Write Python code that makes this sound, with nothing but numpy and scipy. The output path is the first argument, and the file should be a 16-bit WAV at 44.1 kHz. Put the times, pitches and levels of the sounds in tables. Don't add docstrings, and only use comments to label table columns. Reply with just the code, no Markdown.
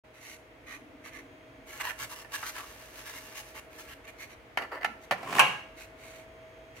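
import sys
import numpy as np
from scipy import signal
from scipy.fft import rfft, irfft, next_fast_len
from scipy.io import wavfile
from scipy.ndimage import map_coordinates

SR = 44100
rng = np.random.default_rng(int(sys.argv[2]) if len(sys.argv) > 2 else 0)


def wav_record(signal):
    frames = np.transpose(np.atleast_2d(signal))
    bounded = np.clip(frames, -1, 1)
    quanta = np.round(bounded * 32767).astype(np.int16)
    wavfile.write(sys.argv[1], SR, quanta)


N = 299880

# (pitch [Hz], width [Hz], strength [dB])
TRAY_NOTES = [(710, 1200, -14), (1340, 40, 1), (1780, 51, 7), (1975, 52, -6), (2560, 18, -16),
              (3040, 44, -15), (2860, 26, -3)]
# (pitch [Hz], level [dB], time to fade by 60 dB [s])
STEEL_NOTES = [(520, -17, 0.38), (600, -9, 0.16), (731, -8.5, 0.31), (834, -8, 0.4), (1027, -2, 0.19),
               (1066, 6, 0.12), (1161, -15, 0.49), (1570, -12, 0.21), (1642, -9, 0.49), (1740, -16, 0.084),
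               (1780, -26, 0.48), (1920, -29, 0.72), (2090, -17, 0.06), (2160, -34, 0.29),
               (2239, -23, 0.49), (2200, -27, 0.47), (2380, -16, 0.21), (2380, -6, 0.18), (2690, -23, 0.16),
               (2611, -14, 0.33), (2780, -25, 0.89), (2846, -15.5, 0.58), (2810, -34, 0.59),
               (3060, -18, 0.3)]
# (frequency [Hz], likeness [0 to 1])
AIR_LIKENESS = [(60, 0.86), (400, 0.94), (750, 0.35), (1500, 0.026), (15000, 0.039)]
NEAR_LIKENESS = [(300, 1), (1000, 0.83), (3000, 0.1), (12000, 0.78)]


def tray_drop():
    # (time [s], relative level [dB])
    blows = [(5.393, -6.5), (5.396, -7), (5.4078, -12.5), (5.42, -22)]
    # (frequency [Hz], level [dB])
    slap_tone = [(80, -46), (200, -32), (430, -30), (560, -19), (800, -8), (1050, 4), (1350, -8.5),
                 (1650, -1.5), (1950, -17), (2600, 2), (3050, -9), (3400, -30), (12000, -33.5),
                 (15800, -54)]
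    chest_tone = [(71, -54), (120, -13), (392, -16.5), (481, -17), (522, -6), (566, -13), (627, -15),
                  (906, -6), (1070, -0.5), (1340, -7.5), (2010, -8.5), (2840, -1.5), (3560, -18),
                  (10100, -35.5), (15800, -47)]
    track, t = np.zeros((2, N)), np.arange(SR // 2) / SR
    burst = lambda fade_s: stereo_noise(len(t), NEAR_LIKENESS) * amp(-60 * t / fade_s)
    panels = ripple(spacing_hz=113.7, depth_db=3)
    count = len(STEEL_NOTES)
    for start, db in blows:
        slap = shaped(burst(.094), lambda hz: tone(slap_tone, hz) * below(hz, 3600))
        crack = shaped(burst(.04), lambda hz: tone(slap_tone, hz) * panels(hz) * above(hz, 3360))
        shiver = shaped(burst(.48), lambda hz: tone(chest_tone, hz) * panels(hz))
        phases = rng.uniform(0, 2 * np.pi, (count, 1, 1)) + rng.normal(0, 1, (count, 2, 1))
        tuning = 1 + .004 * rng.standard_normal(count)
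        buzz = [map_coordinates(points, [t * 60], order=1, mode="wrap")
                for points in rng.standard_normal((count, 64))]
        phases = phases + .65 * np.array(buzz)[:, None]
        ring = unit(sum(amp(level - 60 * t / fade_s) * np.sin(2 * np.pi * hz * tune * t + phase)
                        for (hz, level, fade_s), phase, tune in zip(STEEL_NOTES, phases, tuning)))
        body = panned(amp(-27) * slap + amp(-28) * ring, pan_db=-3)
        crack_db = -24.5 + .89 * db
        add(track, start, amp(db) * (body + amp(crack_db) * crack + amp(-29.5) * shiver))
    return track


def tray_knocks():
    # (time [s], relative level [dB], time for the chatter to fade by 60 dB [s], boosted note [Hz])
    touches = [(1.805, -37, 0.017, 1820), (1.906, -27.5, .009, 1780), (2.247, -37.5, 0.022, 1820),
               (2.43, -31, 0.013, 1320), (4.573, -15, 0.043, 1700), (4.621, -28.5, 0.048, 1397),
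               (4.717, -38, 0.019, 1400), (4.812, -40, 0.038, 1980), (4.8319, -27, 0.01, 1730),
               (4.846, -14, 0.036, 2090), (5.11, -13.5, 0.072, 1180), (5.229, -35.5, 0.11, 1040),
               (5.325, -24, .05, 1030), (5.384, -14.5, 0.022, 1040)]
    # (frequency [Hz], level [dB])
    knock_tone = [(71, -29), (120, -17), (462, -17.5), (754, -2.5), (1230, -7), (1390, -1), (1540, -5),
                  (2050, 1), (2410, -5), (3080, -12), (3350, -23), (4360, -19.5), (8220, -35), (11900, -31),
                  (15800, -44)]
    rebound_s, rebound_db = .012, -12.5
    track, t = np.zeros((2, N)), np.arange(SR // 4) / SR
    for start, db, fade_s, ring_hz in touches:
        walls = ripple(spacing_hz=131.5, depth_db=2)
        notes = [*TRAY_NOTES, (ring_hz, 90, 6)]
        plastic = lambda hz: tone(knock_tone, hz) * walls(hz) * resonant(hz, notes, lift_db=1)
        rebound = (t >= rebound_s) * amp(rebound_db - 60 * np.abs(t - rebound_s) / fade_s)
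        tail = amp(-21 - 60 * t / .063)
        chatter = stereo_noise(len(t), NEAR_LIKENESS) * (amp(-60 * t / fade_s) + rebound + tail)
        thud = shaped(chatter, lambda hz: plastic(hz) * above(hz, 100, order=2) * below(hz, 713))
        clack = shaped(chatter, lambda hz: plastic(hz) * above(hz, 717) * below(hz, 3500))
        snap = shaped(chatter, lambda hz: plastic(hz) * above(hz, 3300))
        thud_db, snap_db = -20.5 + 227.5 * fade_s, -17 + 84.5 * fade_s
        body = panned(clack + amp(thud_db) * thud, pan_db=-3)
        add(track, start, amp(db - 23.5) * (body + amp(snap_db) * snap))
    return track


def wall_scrape():
    # (frequency [Hz], level [dB])
    scrape_tone = [(71, -41), (120, -12), (277, -6), (384, -9), (434, -7), (491, -15), (627, -7.5),
                   (870, -9.5), (1090, -4), (1540, -12.5), (1670, -10.5), (2840, -11.5), (3940, -26),
                   (6300, -26.5), (15800, -37)]
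    start, end = 5.17, 5.388
    seconds_left = np.maximum(end - np.arange(N) / SR, 0)
    body_gain, hiss_gain = amp(-103 * seconds_left), amp(-7.5 - 138 * seconds_left)
    notes = [(hz, 30, db) for hz, db, _ in STEEL_NOTES]
    steel = lambda hz: tone(scrape_tone, hz) * resonant(hz, notes, lift_db=0)
    body, hiss = friction(steel, start, end, slips_per_s=250, rough_db=2)
    scrape = gate(start, end, edge_s=.012) * (body_gain * body + hiss_gain * hiss)
    return panned(amp(-29) * scrape, pan_db=-1)


def rim_judder():
    # (start [s], end [s], relative starting level [dB])
    creeps = [(4.592, 4.659, -31), (4.72, 4.791, -29.5), (4.811, 4.861, -34)]
    # (frequency [Hz], level [dB])
    creep_tone = [(150, -48), (250, -17), (540, -8), (829, -14), (919, -9.5), (1410, -11), (2060, -10),
                  (2400, -21), (2950, -16.5), (3560, -34), (4680, -18), (5280, -33), (15000, -36)]
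    t, fade_db_per_s = np.arange(N) / SR, 110
    force = sum(gate(start, end, edge_s=.02) * amp(db - fade_db_per_s * np.maximum(t - start, 0))
                for start, end, db in creeps)
    plastic = lambda hz: tone(creep_tone, hz) * resonant(hz, TRAY_NOTES, lift_db=7)
    body, hiss = friction(plastic, creeps[0][0], creeps[-1][1], slips_per_s=290, rough_db=1.5)
    return panned(force * (amp(-5) * body + amp(-24.5) * hiss), pan_db=-1)


def tray_slide():
    # (start [s], end [s], relative level [dB], hiss compared with the body [dB])
    pull_times = [(1.682, 1.79, -48, -2), (1.802, 1.822, -32.5, -6.5), (1.838, 1.912, -35, -7.5),
                  (1.992, 2.052, -39.5, -0.5), (2.1, 2.145, -44, .5), (2.16, 2.228, -49, 0),
                  (2.336, 2.366, -34, -3.5), (2.405, 2.455, -51, -5), (2.458, 2.503, -41.5, 1),
                  (2.555, 2.612, -42, -5.5), (3.055, 3.115, -44.5, -2), (3.135, 3.195, -46, -1),
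                  (3.315, 3.35, -52, -6), (3.355, 3.41, -45, 2), (3.553, 3.595, -46, -4),
                  (3.72, 3.88, -56, -0.5), (3.785, 3.82, -49, 0.5), (3.885, 3.938, -46.5, -4.5)]
    # (frequency [Hz], level [dB])
    slide_tone = [(380, -33), (650, -8), (763, -15.5), (849, -9), (1110, -4), (1390, -9.5), (2640, -5.5),
                  (2860, -6), (3400, -13), (4160, -14), (8100, -17), (12100, -16), (15800, -27)]
    # (pitch [Hz], width [Hz], strength [dB])
    notes = [(860, 58, -5), (1126, 47, -14), (1340, 36, -5), (1710, 280, 1.5), (2260, 96, -16),
             (2773, 53, -9), (6190, 83, -2.5)]
    rubbed = lambda hz: tone(slide_tone, hz) * resonant(hz, notes, lift_db=6)
    pulls = strokes(pull_times, rubbed, grit_db=2.1, focus_db=-2.5, width_hz=300,
                    ramp_share=.32, arch_db=.5, pan_db=-2.5, hiss_pan_db=1.5)
    start, end, ease_s, fade_db_per_s = 2.318, 3.6, .17, 2
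    since = np.maximum(np.arange(N) / SR - start, 0)
    drag_db = -54 + 8.5 * np.exp(-since / ease_s) - fade_db_per_s * since + 2.8 * wobble(18)
    body, hiss = friction(rubbed, start, end, slips_per_s=460, rough_db=1.7)
    drag = gate(start, end, edge_s=.005) * amp(drag_db) * (panned(body, pan_db=-2.5) + amp(1) * hiss)
    return amp(-1.3) * (pulls + drag)


def tray_chirps():
    # (time [s], level [dB], pitch [Hz])
    chirps = [(2.11, -43.5, 1000), (2.428, -32.5, 1390), (2.566, -52, 1420), (2.597, -38, 1120),
              (2.632, -43, 1150)]
    return noisy_notes(chirps, SR // 6, NEAR_LIKENESS, spread_hz=190, rise_s=.0015, fade_s=.082)


def finger_brush():
    # (start [s], end [s], relative level [dB], hiss compared with the body [dB])
    scuffs = [(.14, .2, -61, -3.5), (.215, .355, -53.5, 0), (.675, .768, -46.5, -8.5),
              (1.045, 1.095, -50, -6.5), (1.125, 1.205, -49.5, -9), (4.044, 4.058, -52.5, -8),
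              (4.073, 4.106, -49.5, -7.5), (4.19, 4.254, -48.5, -3.5), (4.295, 4.345, -55.5, -5),
              (5.02, 5.06, -61, 1.5), (5.775, 5.85, -53.5, -1.5), (6.0, 6.22, -56.5, -2.5),
              (6.76, 6.8, -55, -4)]
    # (frequency [Hz], level [dB])
    brush_tone = [(530, -36), (900, -13), (956, -19.5), (1160, -14.5), (1450, -12), (2130, -3.5),
                  (3530, -20.5), (4080, -16), (5060, -31.5), (5910, -18), (7980, -23.5), (11800, -23),
                  (15800, -36.5)]
    # (pitch [Hz], width [Hz], strength [dB])
    notes = [(1125, 77, 11), (2260, 36, -40), (2590, 23, -3), (2960, 33, -17), (3780, 38, -20),
             (4450, 53, -26), (4620, 65, 9), (5730, 340, -21)]
    held = lambda hz: tone(brush_tone, hz) * resonant(hz, notes, lift_db=1.5)
    return amp(2) * strokes(scuffs, held, grit_db=2, focus_db=-4, width_hz=260,
                            ramp_share=.38, arch_db=3.5, pan_db=-4.5, hiss_pan_db=1)


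def drawer_booms():
    # (time [s], level [dB], pitch [Hz])
    pushes = [(2.015, -47.5, 121), (4.865, -47, 230), (5.116, -47, 180), (5.443, -45.5, 162)]
    return noisy_notes(pushes, SR // 3, AIR_LIKENESS, spread_hz=28, rise_s=.0074, fade_s=.32)


def room_echo(x):
    # (frequency [Hz], time for the echo to fade by 60 dB [s])
    fade_times = [(150, 0.53), (1000, 0.43), (3000, 0.33), (12000, 0.42)]
    hz, t, spectrum = signal.stft(stereo_noise(SR // 2, AIR_LIKENESS), SR, nperseg=256)
    tail = signal.istft(spectrum * amp(-60 * t / along(fade_times, hz)[:, None]), SR, nperseg=256)[1]
    tail = np.pad(tail / np.linalg.norm(tail[0]), ((0, 0), (SR // 200, 0)))
    return signal.fftconvolve(x, tail, axes=1)[:, :N]


def workshop():
    # (frequency [Hz], level [dB])
    air_tone = [(28, -35), (38, -16), (48, -3.5), (80, -8.5), (123, -8.5), (187, -19), (283, -7),
                (399, -11.5), (474, -6), (591, -15), (640, -5), (730, -13.5), (1300, -17), (2200, -15.5),
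                (3000, -23), (4200, -31), (7500, -39.5), (15800, -43.5)]
    # (time [s], pitch [Hz], level [dB])
    motor_run = [(.1, 627.4, -65), (3.901, 633, -61), (4.5, 638.4, -65), (6.4, 644.7, -55), (6.8, 648, -59)]
    # (time [s], level [dB])
    whine_peaks = [(1.48, -83.5), (6.5, -80)]
    t = np.arange(N) / SR
    air = shaped(stereo_noise(N, AIR_LIKENESS), lambda hz: tone(air_tone, hz))
    air *= amp(-53 - 3 * np.exp(-t) + .23 * wobble(3.25))
    times, pitches, levels = np.transpose(motor_run)
    motor_phase = 2 * np.pi * np.cumsum(np.interp(t, times, pitches) + 2.14 * wobble(40)) / SR
    motor = amp(np.interp(t, times, levels) + 1.16 * wobble(11)) * unit(np.sin(motor_phase))
    hum_hz, whine_hz, swell_peak_s = 121.7, 3250, .79
    hum = amp(-72 + 2 * wobble(3.6)) * unit(np.sin(2 * np.pi * hum_hz * t))
    whine_phase = 2 * np.pi * np.cumsum(whine_hz * (1 + .011 * wobble(270))) / SR
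    whine_gain = amp(-87) + sum(amp(db - 5.5 * ((t - at) / .35) ** 2) for at, db in whine_peaks)
    whine = whine_gain * (amp(6) * np.sin(whine_phase) + np.sin(2 * whine_phase))
    swell_db = -54.5 - np.maximum(55 * (swell_peak_s - t), 11.5 * (t - swell_peak_s))
    low_band = lambda hz: above(hz, 275, order=10) * below(hz, 297, order=10)
    swell = amp(swell_db) * shaped(stereo_noise(N, AIR_LIKENESS), low_band)
    return air + motor + hum + whine + swell


def strokes(table, colour, grit_db, focus_db, width_hz, ramp_share, arch_db, pan_db, hiss_pan_db):
    # (time [s], pitch [Hz])
    touch_notes = [(.2, 1920), (1.7, 2100), (1.84, 900), (2.1, 1020), (2.3, 1540), (2.6, 1340), (3.1, 2100),
                   (6.2, 2680)]
    track, lead_s = np.zeros((2, N)), .1
    t = np.arange(SR // 2) / SR - lead_s
    catches = lambda rate: map_coordinates(rng.standard_normal(512), [(t + lead_s) * rate], mode="wrap")
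    for start, end, body_db, hiss_db in table:
        ring_hz, length = np.interp(start, *np.transpose(touch_notes)), end - start
        ramp_s = ramp_share * length + .006
        outside_s = np.abs(t - length / 2) - length / 2
        arch = amp(-arch_db * np.minimum((2 * t / length - 1) ** 2, 2))
        press = np.sin(np.pi / 2 * np.clip(.5 - outside_s / ramp_s, 0, 1)) * arch
        light_touch = amp(-14.5) * np.exp(-np.maximum(outside_s, 0) / .026)
        slips = stereo_noise(len(t), NEAR_LIKENESS) * amp(grit_db * catches(402.6) + .71 * catches(75.2))
        walls, edges = ripple(spacing_hz=110, depth_db=3.2), ripple(spacing_hz=220, depth_db=2.4)
        focused = lambda hz: colour(hz) * resonant(hz, [(ring_hz, width_hz, 0)], focus_db)
        body = shaped(slips, lambda hz: focused(hz) * walls(hz) * below(hz, 3480))
        hiss = shaped(slips, lambda hz: focused(hz) * edges(hz) * above(hz, 3460))
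        rub = panned(body, pan_db) + amp(hiss_db) * panned(hiss, hiss_pan_db)
        add(track, start - lead_s, amp(body_db) * np.maximum(press, light_touch) * rub)
    return track


def friction(colour, start, end, slips_per_s, rough_db):
    body, hiss = np.zeros((2, 2, N))
    size = next_fast_len(round((round(end - start, 1) + .3) * SR))
    slips = stereo_noise(size, NEAR_LIKENESS) * amp(rough_db * wobble(slips_per_s)[:size])
    add(body, start - .1, shaped(slips, lambda hz: colour(hz) * below(hz, 3240)))
    add(hiss, start - .1, shaped(slips, lambda hz: colour(hz) * above(hz, 3270)))
    return body, hiss


def noisy_notes(table, size, likeness, spread_hz, rise_s, fade_s):
    track, t = np.zeros((2, N)), np.arange(size) / SR
    for start, db, pitch_hz in table:
        note = shaped(stereo_noise(size, likeness), lambda hz: 1 / (1 + ((hz - pitch_hz) / spread_hz) ** 2))
        add(track, start, amp(db - 60 * t / fade_s) * (1 - np.exp(-t / rise_s)) * note)
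    return track


def amp(db):
    return 10 ** (np.asarray(db) / 20)


def unit(x):
    return x / np.sqrt(np.mean(x ** 2) + 1e-20)


def along(points, hz):
    frequencies, values = np.transpose(points)
    return np.interp(np.log(hz + 1), np.log(frequencies + 1), values)


def tone(points, hz):
    return amp(along(points, hz))


def below(hz, edge_hz, order=6):
    return 1 / np.sqrt(1 + (hz / edge_hz) ** (2 * order))


def above(hz, edge_hz, order=6):
    return np.sqrt(1 - below(hz, edge_hz, order) ** 2)


def resonant(hz, notes, lift_db):
    return 1 + amp(lift_db) * sum(amp(db / 2) / (1 + (2 * (hz - pitch) / width) ** 2)
                                  for pitch, width, db in notes)


def ripple(spacing_hz, depth_db):
    points = rng.standard_normal(1024)
    return lambda hz: amp(depth_db * map_coordinates(points, [hz / spacing_hz], mode="wrap"))


def shaped(x, gain):
    length = x.shape[-1]
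    size = 2 * next_fast_len(length // 2 + 2048)
    cepstrum = irfft(np.log(np.maximum(gain(np.fft.rfftfreq(size, 1 / SR)), 1e-6)))
    cepstrum[1:size // 2] *= 2
    cepstrum[size // 2 + 1:] = 0
    return unit(irfft(rfft(x, size) * np.exp(rfft(cepstrum)), size)[..., :length])


def wobble(rate):
    return map_coordinates(rng.standard_normal(int(N * rate / SR) + 4), [np.arange(N) * rate / SR])


def stereo_noise(size, likeness):
    angle = np.arccos(np.clip(along(likeness, np.fft.rfftfreq(size, 1 / SR)), -.99, .99)) / 2
    mid, side = irfft(rfft(rng.standard_normal((2, size))) * [np.cos(angle), np.sin(angle)], size)
    return np.array([mid + side, mid - side])


def gate(start, end, edge_s):
    t = np.arange(N) / SR
    return np.clip(np.minimum(t - start, end - t) / edge_s + .5, 0, 1)


def panned(x, pan_db):
    return x * amp([[pan_db / 2], [-pan_db / 2]])


def from_left(x, lead_s):
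    size = next_fast_len(N + SR // 2)
    shift = np.exp(1j * np.pi * np.fft.rfftfreq(size, 1 / SR) * lead_s * np.array([[1], [-1]]))
    return irfft(rfft(x, size) * shift, size)[:, :N]


def add(track, start_s, sound):
    part = track[:, round(start_s * SR):][:, :sound.shape[1]]
    part += sound[:, :part.shape[1]]


def scene():
    rubs = from_left(finger_brush() + tray_slide() + tray_chirps(), lead_s=.00006)
    rubs = rubs + rim_judder() + wall_scrape()
    hits = tray_knocks() + tray_drop()
    echo = room_echo(amp(-11) * rubs + amp(-10.5) * hits)
    return rubs + hits + echo + drawer_booms() + workshop()


def record(dry):
    ceiling, top_hz = .9, 15830
    faded_in = dry * gate(.042, np.inf, edge_s=.012)
    rounded = faded_in / (1 + np.abs(faded_in / ceiling) ** 6) ** (1 / 6)
    size = next_fast_len(N + SR // 2)
    return irfft(rfft(rounded, size) * (np.fft.rfftfreq(size, 1 / SR) < top_hz), size)[:, :N]


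dry = scene()
out = record(dry)
wav_record(out)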